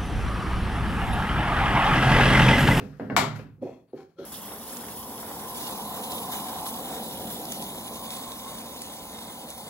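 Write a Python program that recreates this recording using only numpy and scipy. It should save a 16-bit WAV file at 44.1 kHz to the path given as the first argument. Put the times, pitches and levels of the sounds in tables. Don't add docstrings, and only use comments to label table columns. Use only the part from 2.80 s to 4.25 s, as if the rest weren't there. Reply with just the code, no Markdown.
import sys
import numpy as np
from scipy import signal
from scipy.fft import rfft, irfft, next_fast_len
from scipy.io import wavfile
from scipy.ndimage import uniform_filter1d

SR = 44100
rng = np.random.default_rng(int(sys.argv[2]) if len(sys.argv) > 2 else 0)


def dump(signal):
    limited = np.clip(np.atleast_2d(signal).T, -1, 1)
    pcm = np.round(limited * 32767).astype(np.int16)
    wavfile.write(sys.argv[1], SR, pcm)


def how_loud(loudness_db):
    steps = np.asarray(loudness_db, float) / 20
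    return 10 ** steps


N = 63945

# f/Hz, left-right correlation
ROOM_LIKENESS = [(100, 0.91), (400, 0.97), (800, 0.17), (4000, 0.91)]
SPOT_DB = 2.5
DROP_S = .3648


def unit(x):
    return x / np.sqrt(np.mean(x ** 2) + 1e-20)


def along(points, hz):
    f, v = np.transpose(points)
    return np.interp(np.log(hz + 1), np.log(f + 1), v)


def body(modes, f, where_db=0):
    gains = how_loud(where_db * rng.standard_normal(len(modes)))
    total = 0
    for k, (center, width, db) in enumerate(modes):
        resonance = 1j * f * width / (center * center - f * f + 1j * f * width)
        total = total + (-1) ** k * gains[k] * how_loud(db) * resonance
    return total


def filtered(x, response):
    m = next_fast_len(x.shape[-1] + SR // 8)
    return irfft(rfft(x, m) * response(np.fft.rfftfreq(m, 1 / SR)), m)[..., :x.shape[-1]]


def pair(noise):
    def shares(hz):
        turn = np.arccos(np.clip(along(ROOM_LIKENESS, hz), -1, 1)) / 2
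        return np.array([np.cos(turn), np.sin(turn)])

    mid, side = filtered(noise, shares)
    return np.array([mid + side, mid - side])


def room(x, wet_db):
    # f/Hz, t60/s
    decay = [(80, 0.99), (250, 0.31), (1000, 0.38), (4000, 0.35), (9000, 0.24), (15000, 0.23)]
    shadow_hz = 3360
    hz, t, z = signal.stft(rng.standard_normal((2, SR // 2)), SR, nperseg=256)
    turn = np.arccos(np.clip(along(ROOM_LIKENESS, hz), -1, 1))[:, None] / 2
    mid, side = z[0] * np.cos(turn), z[1] * np.sin(turn)
    fade = how_loud(-60 * t / along(decay, hz)[:, None])
    tail = signal.istft(np.array([mid + side, mid - side]) * fade, SR, nperseg=256)[1]
    tail *= np.clip(np.arange(tail.shape[1]) / (0.0041 * SR), 0, 1)
    wet = how_loud(wet_db) * signal.fftconvolve(x[None], tail / np.linalg.norm(tail[0]), axes=1)
    direct = filtered(x, lambda f: 1 / (1 + 1j * f / shadow_hz))
    return wet + np.pad(direct, (0, wet.shape[1] - len(x)))


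def add(out, s, x):
    seat = out[:, max(round(s * SR), 0):][:, :x.shape[1]]
    seat += x[:, :seat.shape[1]]


def blow(hard_hz, response):
    t = np.arange(SR // 5) / SR
    u = 2 * np.pi * hard_hz * t
    return filtered(u * np.exp(1 - u), response)


def knock(db, hard_hz, bench_db, piece, spot_db):
    # f/Hz, width/Hz, level/dB
    bench_modes = [(62.5, 6.6, -12.5), (108.6, 15, -7), (147.4, 2, 1), (183.2, 24, -5), (212.4, 79, -7),
                   (272.5, 26, -1), (410, 42, -9.5), (500, 11, -5)]

    def response(f):
        bench = 14 * how_loud(bench_db) * np.sqrt(hard_hz / 900) * body(bench_modes, f, spot_db)
        return (5 * body(piece, f, spot_db) + bench) / (1 + .6j * f / hard_hz)

    return how_loud(db) * blow(hard_hz, response)


def knocks():
    # t/s, strength/dB, hardness/Hz, bench share/dB
    contacts = [(.001, -35.5, 2700, 4.5), (0.011, -42.5, 500, 0), (0.037, -45, 890, 2.5),
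                (0.058, -52.5, 925, -2.5), (0.129, -48.5, 2000, -3), (0.1974, -30.5, 1200, 1),
                (0.218, -34, 300, -13), (0.256, -47, 300, 5.5), (0.284, -42.5, 219, 7),
                (0.3, -26.5, 1800, 0), (0.311, -29, 300, -4), (0.344, -29, 423, -4),
                (.373, -15.5, 1200, -10), (.392, -35.5, 900, 4), (.440, -32.5, 500, -4),
                (.478, -35.5, 300, -1.5), (0.559, -36, 3000, -7.5), (.592, -40.5, 2000, 1.5),
                (0.623, -54.5, 500, 3.5), (0.658, -70, 300, -12.5), (.710, -69, 300, -6),
                (0.781, -66, 602, 16)]
    # f/Hz, width/Hz, level/dB
    offcut = [(620, 250, -3.5), (1050, 390, -3.5), (1540, 460, -1.5), (2140, 490, -1.5), (2555, 390, -3.5),
              (4770, 830, -5.5)]
    # f/Hz, width/Hz, level/dB
    tool = [(797, 470, 5), (1012, 610, 8), (1410, 360, 9), (1690, 1200, 2.5), (2324, 290, 6),
            (2920, 1300, 1), (4930, 6300, 2), (7250, 820, 10.5), (12060, 2500, 6)]
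    out = np.zeros((2, N))
    dropped = knock(-6.5, 4320, -23, tool, 0)
    add(out, DROP_S, room(dropped, 2.5))
    for s, db, hard_hz, bench_db in contacts:
        add(out, s, room(knock(db, hard_hz, bench_db, offcut, SPOT_DB), 4.5))
    return out


def rub():
    # t/s, level/dB
    grip = [(0.808, -76), (0.818, -59.5), (0.83, -54.5), (0.905, -55), (0.998, -68), (1.036, -102.5),
            (1.06, -105.5)]
    lift = [(1.13, -68), (1.136, -76), (1.171, -67.5), (1.18, -60.5), (1.229, -69.5), (1.284, -112),
            (1.29, -75.5), (1.358, -93)]
    slide = [(1.36, -101), (1.364, -79.5), (1.387, -54.5), (1.411, -57.5), (1.45, -52.5)]
    # t/s, level/dB
    shuffle = [(0, -59), (0.121, -72), (.3, -69.5), (.535, -74.5), (.562, -49), (.578, -69), (0.59, -59.5),
               (0.658, -85)]
    # t/s, level/dB
    brush = [(1.066, -100), (1.08, -72.5), (1.115, -73), (1.13, -100)]
    # f/Hz, width/Hz, level/dB
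    front = [(378, 130, 8), (980, 570, -4.5), (1873, 420, -8.5), (2563, 180, -5), (3393, 150, -8),
             (4240, 190, -9.5), (4600, 300, -15.5), (5140, 170, -14), (5980, 480, -13.5),
             (7660, 500, -18.5), (10900, 900, -20.5)]
    lid = [(372, 100, 8.5), (755, 100, 8.5), (1328, 1100, 0), (1790, 240, 4), (2230, 170, -4.5),
           (3240, 220, -1), (4130, 460, -2.5), (5690, 270, -4.5), (6380, 670, -9.5), (7950, 390, -17),
           (9510, 870, -14)]
    edge = [(535, 17, 9.5), (1370, 120, -2.5), (2240, 590, -16.5), (3240, 160, -4.5), (4170, 253, -6),
            (5810, 930, -15.5), (12140, 2700, -21.5)]
    scraps = [(1478, 1200, -11), (5070, 3400, -12.5), (12700, 1900, -15.5)]
    nail = [(740, 1300, 6), (4474, 140, 15)]
    stroke_db = [4.5, 11.6, 6.9, 7.7, 2.9]
    grains_per_s, grain_spread_db = 5000, 2
    strokes, pieces = [grip, lift, slide, shuffle, brush], [front, lid, edge, scraps, nail]
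    dry = np.zeros(N)
    for stroke, piece, gain_db in zip(strokes, pieces, stroke_db):
        s, db = np.transpose(stroke)
        chance = rng.random(N)
        size = rng.standard_normal(N) * how_loud(grain_spread_db * rng.exponential(size=N))
        grains = size * (chance < grains_per_s / SR)
        sound = unit(filtered(grains, lambda f: body(piece, f)))
        pressure_db = np.interp(np.arange(N) / SR, s, db, left=-140, right=-140)
        dry = dry + sound * how_loud(gain_db + pressure_db)
    return room(dry, -7)[:, :N]


def ticks():
    # t/s, f/Hz, level/dB, length/s
    scratches = [
        (.818, 10900, -65, 0.019),
        (.82, 7200, -71.5, 0.021),
        (.885, 5500, -70, .02),
        (0.49, 2000, -58, .03),
        (0, 2600, -64, 0.055),
        (1.07, 10500, -79.5, 0.074),
        (1.15, 10100, -73, 0.027),
        (1.42, 11000, -67, 0.033),
    ]
    out = np.zeros((2, N))
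    t = np.arange(SR // 10) / SR
    for s, hz, db, long_s in scratches:
        noise = rng.standard_normal(len(t))
        scratch = unit(filtered(noise, lambda f: body([(hz, hz / 14, 0)], f) ** 2))
        swell = np.sin(np.pi * np.clip(t / long_s, 0, 1)) ** 2
        add(out, s, how_loud(db) * scratch[None] * swell)
    return out


def rings():
    # t/s, f/Hz, level/dB, t60/s
    drop_rings = [(.3646, 2226, -9.5, .04), (.3646, 1300, -18, 0.053), (.372, 913, -15, .05),
                  (.366, 721, -25.5, .09), (.367, 1017, -25.5, 0.055), (.367, 1115, -25, 0.04),
                  (.368, 1272, -22, 0.075), (.368, 1370, -24, 0.045), (.38, 658, -29.5, 0.26),
                  (.2985, 588, -30, .04), (.2985, 1705, -32.5, .04), (.2985, 2200, -32, .04),
                  (.2985, 2750, -33, 0.032), (.302, 1080, -34.5, .06), (.306, 800, -33, .1),
                  (.1972, 500, -27.5, 0.052), (0.1971, 1662, -40, 0.051), (.593, 520, -40, 0.092)]
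    # t/s, f/Hz, level/dB, t60/s
    board_rings = [(.372, 111.3, -41.5, .7), (.45, 148.8, -36.5, 0.83), (0.692, 112, -51, 0.32),
                   (0.799, 114.7, -49, 0.77), (.814, 250, -36, 0.18), (.830, 275.6, -32.5, 0.19),
                   (.822, 530.4, -25.5, .14), (.843, 487, -33, 0.057), (.848, 362, -29.5, 0.1),
                   (.864, 642.2, -35.5, 0.2), (.885, 476, -33.5, 0.072), (1.132, 413, -35.5, 0.054),
                   (1.14, 300, -41.5, 0.093), (1.176, 383.6, -41, 0.18), (1.178, 776, -45.5, 0.21),
                   (1.20, 349, -49, 0.082), (1.384, 381.2, -33, 0.22), (1.392, 560.6, -38.5, 0.26),
                   (1.41, 561.3, -43.5, 0.08), (1.42, 339.7, -35, 0.091), (1.385, 1366, -47.5, 0.085),
                   (1.429, 1333, -51, 0.12), (1.436, 1630, -44.5, .1)]
    wet_levels = [-14, -9]
    rises_s = [.0008, 0.0043]
    snap_db, snap_t60_s = -17.5, .012
    out = np.zeros((2, N))
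    t = np.arange(SR // 5) / SR
    for modes, rise_s, wet_db in zip([drop_rings, board_rings], rises_s, wet_levels):
        dry = np.zeros((1, N))
        for s, hz, db, t60 in modes:
            envelope = how_loud(db - 60 * t[None] / t60) * (1 - np.exp(-t / rise_s))
            add(dry, s, envelope * np.sin(2 * np.pi * hz * t))
        out = out + room(dry[0], wet_db)[:, :N]
    snap = pair(rng.standard_normal((2, len(t))))
    add(out, DROP_S, how_loud(snap_db - 60 * t / snap_t60_s) * snap)
    return out


def squeak():
    start_hz, fall_hz, long_s = 1530, 300, .024
    u = np.arange(round(long_s * SR)) / (long_s * SR)
    phase = 2 * np.pi * np.cumsum(start_hz - fall_hz * u) / SR
    tone = np.sin(np.pi * u) ** 2 * np.sin(phase)
    out = np.zeros((2, N))
    add(out, .551, room(how_loud(-39.5) * tone, -12.5))
    return out


def jolts():
    # t/s, strength/dB, f/Hz
    pushes = [(0.797, -47.5, 196.5), (.817, -34, 258), (.825, -35, 430), (.829, -24, 520),
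              (0.833, -43, 300), (.841, -34, 430), (.849, -28.5, 420), (.858, -30, 500), (.870, -32, 665),
              (.891, -29.5, 502), (0.921, -50, 500), (.945, -47.5, 300), (1.133, -28, 444),
              (1.141, -28.5, 435), (1.153, -45.5, 300), (1.164, -42.5, 410), (1.18, -52.5, 424),
              (1.190, -39, 412), (1.202, -47.5, 375), (1.217, -46.5, 404), (1.228, -44.5, 400),
              (1.292, -56, 406.5), (1.387, -49, 358), (1.393, -31, 420), (1.404, -35.5, 470),
              (1.416, -35, 560), (1.428, -47, 405.2), (1.442, -40, 338)]
    # f/Hz, width/Hz, level/dB
    box = [(250, 33, 6.5), (286, 16, -2), (375.7, 18, -7.5), (518, 18, -1.5), (520, 19.7, 2), (613, 77, 1),
           (776, 190, -2), (987, 120, -45)]
    push_q, box_ring_db = 1.4, 0
    out = np.zeros((2, N))
    for s, db, hz in pushes:
        def response(f):
            push = body([(hz, hz / push_q, 0)], f) ** 3
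            return push * (1 + how_loud(box_ring_db) * body(box, f, SPOT_DB))

        add(out, s, room(how_loud(db) * 4 * blow(hz, response), -7))
    return out


def scene():
    return knocks() + rub() + ticks() + rings() + squeak() + jolts()


def band_limit(x):
    return signal.sosfilt(signal.butter(12, 16530, fs=SR, output="sos"), x)


def record(dry):
    # f/Hz, left over right/dB
    muffle = [(60, -2), (290, -2), (640, 0.5), (1410, 3.5), (3100, 11), (4600, 24), (7500, 38.5),
              (15000, 13)]
    # f/Hz, density/dB
    hiss_shape = [(24, -50.5), (40, -20.5), (168, 0.5), (258, -30.5), (862, -27), (3270, -55),
                  (8600, -55.5), (12000, -48.5), (15700, -47.5), (15950, -85.5)]
    left_lag_s, low_cut_hz, top_hz = 6e-5, 29, 15850
    hiss_db, steady_db = -68, -1
    gate_follows, gate_shut_db, gate_open_db = 0.64, -61.5, -33.5
    gate_n = round(0.03 * SR)

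    right = np.array([[0], [1]])

    def port(hz):
        lag = np.exp(-2j * np.pi * hz * left_lag_s * (1 - right))
        return how_loud(-along(muffle, hz) * right) * lag

    ports = filtered(dry, port)

    power = np.abs(uniform_filter1d(dry[0] ** 2, gate_n, origin=gate_n // 2 - 1))
    level_db = 10 * np.log10(power + 1e-12)
    gate_db = gate_follows * (np.clip(level_db, gate_shut_db, gate_open_db) - gate_shut_db)
    gate_db = uniform_filter1d(gate_db, gate_n)
    hiss = unit(filtered(pair(rng.standard_normal((2, N))), lambda hz: how_loud(along(hiss_shape, hz))))

    def steady_band(hz):
        return how_loud(hiss_db - 16 + steady_db) * (hz > 4000) * (hz < 15800)

    steady = filtered(rng.standard_normal((2, N)), steady_band)

    def band(hz):
        return (1j * hz / (low_cut_hz + 1j * hz)) ** 4 * (hz < top_hz)

    return band_limit(filtered(ports + hiss * how_loud(hiss_db + gate_db) + steady, band))


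dry = scene()
out = record(dry)
dump(out)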